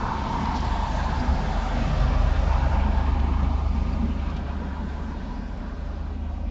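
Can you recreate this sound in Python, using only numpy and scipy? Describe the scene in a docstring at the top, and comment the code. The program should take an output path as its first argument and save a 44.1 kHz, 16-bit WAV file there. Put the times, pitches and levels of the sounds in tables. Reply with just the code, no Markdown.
"""A heavy pickup truck with an eight-cylinder engine rolls past a porch on a quiet street and drives off.
From the start its exhaust throbs in low harmonics, panels and pipe add filtered noise, and tyres roar and
hiss, combed by a ground echo and coloured by porch echoes, over a faint steady hum. Soon the load rattles in
short noise bursts, then the wheels thump over seams as brief sines; from about the middle the tyres fade and
the engine speed climbs, with more rattles and a late thump. A small 16 kHz microphone listens."""
import sys
import numpy as np
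from scipy import signal
from scipy.fft import rfft, irfft, next_fast_len
from scipy.io import wavfile

SR = 44100
rng = np.random.default_rng(int(sys.argv[2]) if len(sys.argv) > 2 else 0)


def materialize(psi):
    """Save the field psi as 16-bit PCM at rate SR to the path in sys.argv[1].

    A 1-D psi becomes a single channel; in a 2-D psi each row is a channel.
    """
    bounded = np.clip(np.atleast_2d(psi).T, -1, 1)
    quanta = np.round(bounded * 32767).astype(np.int16)
    wavfile.write(sys.argv[1], SR, quanta)


def voltage_ratio(level):
    """Linear amplitude factor for a level in decibels (scalar or array-like)."""
    return 10 ** (np.asarray(level, float) / 20)


N = 286764  # samples, 6.5 s


def rms_one(x):
    """Normalisation: divide a signal by its root mean square."""
    return x / np.sqrt(np.mean(x ** 2) + 1e-20)


def in_time(rows):
    """Linear interpolation: each column after the time becomes a curve over all samples."""
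    time_s, *columns = np.transpose(rows)
    return [np.interp(np.arange(N) / SR, time_s, column) for column in columns]


def drift(rate_hz):
    """Low-passed random process: two equal poles at rate_hz leave a slow wander of spread 1."""
    step = 40  # samples between the computed points
    pole = np.exp(-2 * np.pi * rate_hz * step / SR)
    settle = 2000  # points dropped while the filter settles
    white = rng.standard_normal(N // step + settle + 2)
    slow = signal.lfilter([1], [1, -2 * pole, pole * pole], white)[settle:]
    return np.interp(np.arange(N) / step, np.arange(len(slow)), rms_one(slow - slow.mean()))


def coloured(spectrum, patchy_db, rate_hz):
    """Spectral shaping: white noise in third-octave bands, each wavering on its own; rms 1."""
    hz, db = np.transpose(spectrum)
    size = next_fast_len(N)
    octaves = np.log2(np.fft.rfftfreq(size, 1 / SR) + 1)
    gain = voltage_ratio(np.interp(octaves, np.log2(hz), db, left=-99, right=-99))
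    shaped = rfft(rng.standard_normal(size)) * gain
    out = 0
    for centre in np.arange(3, 13.4, 1 / 3):
        if np.log2(hz[0]) - .4 < centre < np.log2(hz[-1]) + .4:
            window = np.clip(1 - 3 * abs(octaves - centre), 0, 1)  # triangles that overlap to 1
            band = irfft(shaped * window, size)[:N]
            out = out + band * voltage_ratio(patchy_db * drift(rate_hz))
    return rms_one(out)


def resonate(x, hz, width_hz):
    """Damped resonator: a pole pair whose damping sets the bandwidth; gain 1 on top."""
    r = np.exp(-np.pi * width_hz / SR)
    numerator = [(1 - r * r) / 2, 0, (r * r - 1) / 2]
    return signal.lfilter(numerator, [1, -2 * r * np.cos(2 * np.pi * hz / SR), r * r], x)


def resonate_twice(x, hz, width_hz):
    """Cascaded resonators: two equal ones in series steepen both skirts."""
    return resonate(resonate(x, hz, width_hz), hz, width_hz)


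# Engine speed: time_s [s], firing_hz [Hz]
FIRING_RATE = [(0, 70.2), (.45, 71.0), (1.25, 70.4), (2.6, 68.8), (4.0, 70.2), (6.5, 74.3)]
# Strong exhaust tones: time_s [s], order_5_db, order_8_db, order_11_db [dB rms]
STRONG_ORDERS = [(0, -34, -36.5, -58), (.27, -44.5, -36.5, -47), (.5, -31.5, -32, -56.5),
                 (1.25, -30, -29, -40.5), (1.5, -28, -33, -58), (1.75, -27, -34, -38),
                 (2.2, -22.5, -25.5, -34.5), (2.5, -25, -24, -37), (3.45, -28.5, -24, -37),
                 (4.25, -31.5, -30, -45), (4.5, -37.5, -32, -50.5), (5.0, -37, -32.5, -56.5),
                 (5.5, -35, -41.5, -58), (6.0, -34.5, -32.5, -65), (6.25, -36.5, -31, -56),
                 (6.5, -29, -32.5, -51.5)]
# Weak orders from uneven cylinder banks: order [per engine cycle],
# level_db [dB relative to the mean dB level of orders 5 and 8]
WEAK_BANK_ORDERS = [(3, -28), (4, -19.5), (6, -28.5), (7, -11), (9, -17), (10, -18), (13, -34.5)]


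def exhaust():
    """Harmonic series: pulses repeating each engine cycle of eight firings sound as its whole orders."""
    firing_hz, = in_time(FIRING_RATE)
    fifth_db, eighth_db, eleventh_db = in_time(STRONG_ORDERS)
    cycle_phase = 2 * np.pi * np.cumsum(firing_hz) / SR / 8
    levels = [(5, fifth_db), (8, eighth_db), (11, eleventh_db)]
    mean_db = (fifth_db + eighth_db) / 2
    for order, db in WEAK_BANK_ORDERS:
        levels.append((round(order), mean_db + db + 1.5 * drift(1.5)))
    start_phases = rng.uniform(0, 2 * np.pi, len(levels))
    out = 0
    for (order, db), phase in zip(levels, start_phases):
        out = out + voltage_ratio(db + 0.72 * drift(14)) * np.sin(order * cycle_phase + phase)
    return np.sqrt(2) * out


# Low noise of the passing truck: time_s [s], shudder_db [dB rms], rasp_db [dB rms]
BODY_LEVELS = [(0, -35, -36.5), (.5, -35.5, -33.5), (.8, -36, -37), (1.25, -31, -36), (1.6, -35.5, -35),
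               (2.0, -30.5, -35), (2.6, -33, -36.5), (3.1, -38, -32), (3.7, -38.5, -35.5),
               (4.05, -40.5, -32), (4.6, -45, -37.5), (5.0, -51, -35), (5.5, -41.5, -37.5), (6.5, -53, -42)]
# Panel shudder spectrum: pitch_hz [Hz], density_db [relative dB per Hz]
SHUDDER_SPECTRUM = [(12, -20), (24, -7), (35, -4), (55, -4), (80, -6), (100, -27.5)]
# Panel boom spectrum: pitch_hz [Hz], density_db [relative dB per Hz]
BOOM_SPECTRUM = [(80, -25), (100, -4), (135, 0), (170, -8), (250, -30)]
# Exhaust pipe rasp spectrum: pitch_hz [Hz], density_db [relative dB per Hz]
RASP_SPECTRUM = [(110, -25), (160, -4), (210, 0), (255, -3), (330, -14), (450, -30)]


def body():
    """Broadband radiation: panels shudder and boom, the exhaust pipe rasps, each as coloured noise."""
    shudder_db, rasp_db = in_time(BODY_LEVELS)
    boom_db = shudder_db - 1.5
    out = voltage_ratio(shudder_db) * coloured(SHUDDER_SPECTRUM, patchy_db=1.0, rate_hz=5.0)
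    out += voltage_ratio(boom_db) * coloured(BOOM_SPECTRUM, patchy_db=2.5, rate_hz=6.8)
    return out + voltage_ratio(rasp_db) * coloured(RASP_SPECTRUM, patchy_db=2.0, rate_hz=4.6)


def ground_echo(x, lag_ms, strength):
    """Comb interference: a dulled, delayed copy off the ground alternately adds and cancels."""
    echo = np.interp(np.arange(N) - lag_ms * SR / 1000, np.arange(N), x)
    # the soft verge returns only the lower part, below about 1900 Hz
    echo = signal.filtfilt(*signal.butter(2, 1900, fs=SR), echo)
    return (x + strength * echo) / np.sqrt(1 + strength ** 2)


# Tyres: time_s [s], roar_db [reference dB for the resonances], hiss_db [dB],
# lag_ms [ground echo, ms; longest when the truck is nearest], strength [ground echo, 0-1]
TYRE_LEVELS = [(0, -31, -46.5, 0.84, 0.51), (.5, -32.5, -43.5, 0.94, 0.46), (1.0, -35, -44, 1.11, 0.39),
               (1.4, -33.5, -45, 1.47, 0.1), (1.75, -33.5, -43, 1.43, 0.4), (2.05, -33.5, -44.5, 1.7, 0.5),
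               (2.3, -33.5, -46, 1.63, 0.5), (2.6, -33, -47, 1.5, 0.23), (3.1, -35, -51.5, 1.03, 0.29),
               (3.6, -38, -52.5, 0.94, 0.36), (4.1, -39, -53.5, 0.85, 0.13), (4.6, -39, -55, 0.52, 0.24),
               (5.2, -42, -55, 0.53, 0.24), (5.9, -44, -58, 0.41, 0.01), (6.5, -46.5, -62, 0.23, 0)]
# Tread hiss spectrum: pitch_hz [Hz], density_db [relative dB per Hz]
HISS_SPECTRUM = [(1200, -21.5), (1900, 0.5), (2500, -3), (3500, -2), (5000, -6.5), (6500, -13),
                 (8000, -15.5)]
# Resonances of tyre cavity, tread grooves and gap to the road:
# pitch_hz [Hz], width_hz [each of two passes, Hz], level_db [dB relative to roar_db]
TYRE_RESONANCES = [(357, 286, -9), (554, 220, -8), (703, 207, -5), (919, 208, -6.5), (1136, 360, -8.5),
                   (1550, 345, -12), (2340, 1160, -15)]
# Swells on top of the roar: time_s [s], ring_db [near 920 Hz, dB], upper_db [near 1560 Hz, dB],
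# swash_db [near 2400 Hz, dB]
RESONANCE_SWELLS = [(0, 3.5, 2.5, -2.5), (.5, 5, 2, -7.5), (1.0, 6.5, 4.5, -5), (1.4, 4.5, 2.5, -4.5),
                    (2.05, 2, 2, 3.5), (2.6, 4.5, 0.5, -0.5), (3.25, 2.5, 1, 2.5), (3.7, -2.5, -5.5, -0.5),
                    (4.3, -0.5, -1.5, 0), (5.1, 3.5, 1, -5), (5.85, -4, 1, -3), (6.5, -7, -6, 0.5)]


def rolling():
    """Resonant filtering: road roughness excites tyre resonances as roar, with coloured hiss above."""
    roar_db, hiss_db, lag_ms, strength = in_time(TYRE_LEVELS)
    out = voltage_ratio(hiss_db + 0.19 * drift(10)) * coloured(HISS_SPECTRUM, patchy_db=1.5, rate_hz=3.6)
    ring_db, upper_db, swash_db = in_time(RESONANCE_SWELLS)
    swells = [0, 0, 0, ring_db, 0, upper_db, swash_db]
    for (hz, width_hz, db), swell_db in zip(TYRE_RESONANCES, swells):
        band = resonate_twice(rng.standard_normal(N), hz, width_hz)
        fluttering = rms_one(voltage_ratio(2.0 * drift(12.5)) * band)  # the rough road makes each band flutter
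        out += voltage_ratio(roar_db + db + swell_db) * fluttering
    return ground_echo(out, lag_ms, np.clip(strength, 0, 1))


# Echoes off railing, post and wall: lag_ms [mean, ms], level_db [mean, dB relative to the direct sound]
PORCH_ECHOES = [(2.2, -17), (4.9, -15), (7.5, -13), (11.2, -17)]


def porch(x):
    """Early reflection: railing, post and wall return copies that swell and shift as the truck moves."""
    out, power = x.copy(), 1
    for lag_ms, db in PORCH_ECHOES:
        gain = voltage_ratio(db + 1.8 * drift(0.43))
        lag = lag_ms * (1 + .04 * drift(.25)) * SR / 1000
        out += gain * np.interp(np.arange(N) - lag, np.arange(N), x)
        power = power + gain ** 2
    return out / np.sqrt(power)


def far_hum():
    """Pure tone: a faint low sine of the neighbourhood, with slow amplitude modulation."""
    hum_hz, hum_db = 31.2, -43
    tone = np.sin(2 * np.pi * hum_hz * np.arange(N) / SR)
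    return np.sqrt(2) * voltage_ratio(hum_db + 1.5 * drift(1.2)) * tone


# Rattles of the load: start_s [s], level_db [nominal peak before echoes, twice the noise rms, dB],
# pitch_hz [centre, Hz], width_hz [each of two passes, Hz], length_s [s]
LOAD_RATTLES = [(0.458, -32, 3870, 2040, 0.0022), (0.569, -35.5, 4300, 2500, 0.022),
                (0.608, -41, 5000, 3000, 0.0074), (0.652, -44.5, 7000, 1520, 0.0034),
                (0.814, -48, 3900, 794, 0.0059), (1.204, -39, 4870, 1190, 0.0089),
                (3.201, -38, 2800, 1500, 0.008), (3.935, -40, 4720, 300, 0.0064),
                (4.126, -48, 2860, 497, 0.045), (4.197, -39, 2500, 1480, 0.0045),
                (4.303, -45, 3940, 3000, 0.0046), (4.371, -38.5, 2830, 1190, 0.011),
                (4.368, -45, 5000, 2500, 0.0041)]


def rattles():
    """Impact excitation: contacts ring loose metal, as noise bursts with Gaussian rise, exponential fall."""
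    t, out = np.arange(N) / SR, np.zeros(N)
    for start_s, db, hz, width_hz, length_s in LOAD_RATTLES:
        near = slice(int((start_s - .1) * SR), int((start_s + .2) * SR))
        late = (t[near] - start_s) / length_s
        shape = np.exp(np.where(late < 0, -late ** 2, -late / 0.73))
        ringing = rms_one(resonate_twice(rng.standard_normal(len(late)), hz, width_hz))
        out[near] += voltage_ratio(db) / 2 * shape * ringing
    return out


# Wheels over road seams: centre_s [s], level_db [envelope peak, dB], pitch_hz [Hz],
# length_s [half-width of the envelope at 1/e, s]
SEAM_THUMPS = [(1.31, -19, 60, .04), (1.36, -24, 30, .05), (2.05, -22, 54, .06), (2.03, -27, 128, .05),
               (1.23, -28, 245, .035), (4.05, -30, 232, .06)]


def thumps():
    """Transient vibration: each seam rocks the body, as a sine under a Gaussian envelope."""
    t, out = np.arange(N) / SR, np.zeros(N)
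    for centre_s, db, hz, length_s in SEAM_THUMPS:
        late_s = t - centre_s
        out += voltage_ratio(db) * np.exp(-(late_s / length_s) ** 2) * np.sin(2 * np.pi * hz * late_s)
    return out


def scene():
    """Superposition: truck and street add in one channel; only tyres and rattles meet the porch."""
    low_parts = exhaust() + body() + thumps() + far_hum()
    return (low_parts + porch(rolling() + rattles()))[None]


def filtered(x, response):
    """Linear filtering: multiply the spectrum by a gain curve given as (Hz, dB) rows."""
    size = next_fast_len(N)
    hz = np.fft.rfftfreq(size, 1 / SR)
    gain = voltage_ratio(np.interp(hz, *np.transpose(response)))
    return irfft(rfft(x, size) * gain, size)[:, :N]


# Guard filter before the converter: pitch_hz [Hz], gain_db [dB]
GUARD_FILTER = [(7200, 0), (7700, -5), (7900, -11), (8000, -18), (8010, -120)]
# Smoothing filter after the converter: pitch_hz [Hz], gain_db [dB]
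SMOOTHING_FILTER = [(7000, 0), (7700, -3), (8300, -11), (8700, -24), (9000, -38), (9300, -60),
                    (10000, -120)]


def low_rate_microphone(x):
    """Sampling theorem: a low rate cuts the top and leaves a faint mirror image just above half the rate."""
    rate_hz = 16000
    guarded = filtered(x, GUARD_FILTER)
    mirrored = guarded * (1 + 2 * np.cos(2 * np.pi * rate_hz * np.arange(N) / SR))
    return filtered(mirrored, SMOOTHING_FILTER)


def top_cut(x):
    """Nothing passes above the cut-off."""
    return signal.sosfilt(signal.butter(12, 8710, fs=SR, output="sos"), x)


def record(dry):
    """Signal chain: the mix of all sources passes the band-limited microphone."""
    finished = low_rate_microphone(dry)
    return top_cut(finished)


dry = scene()
out = record(dry)
materialize(out)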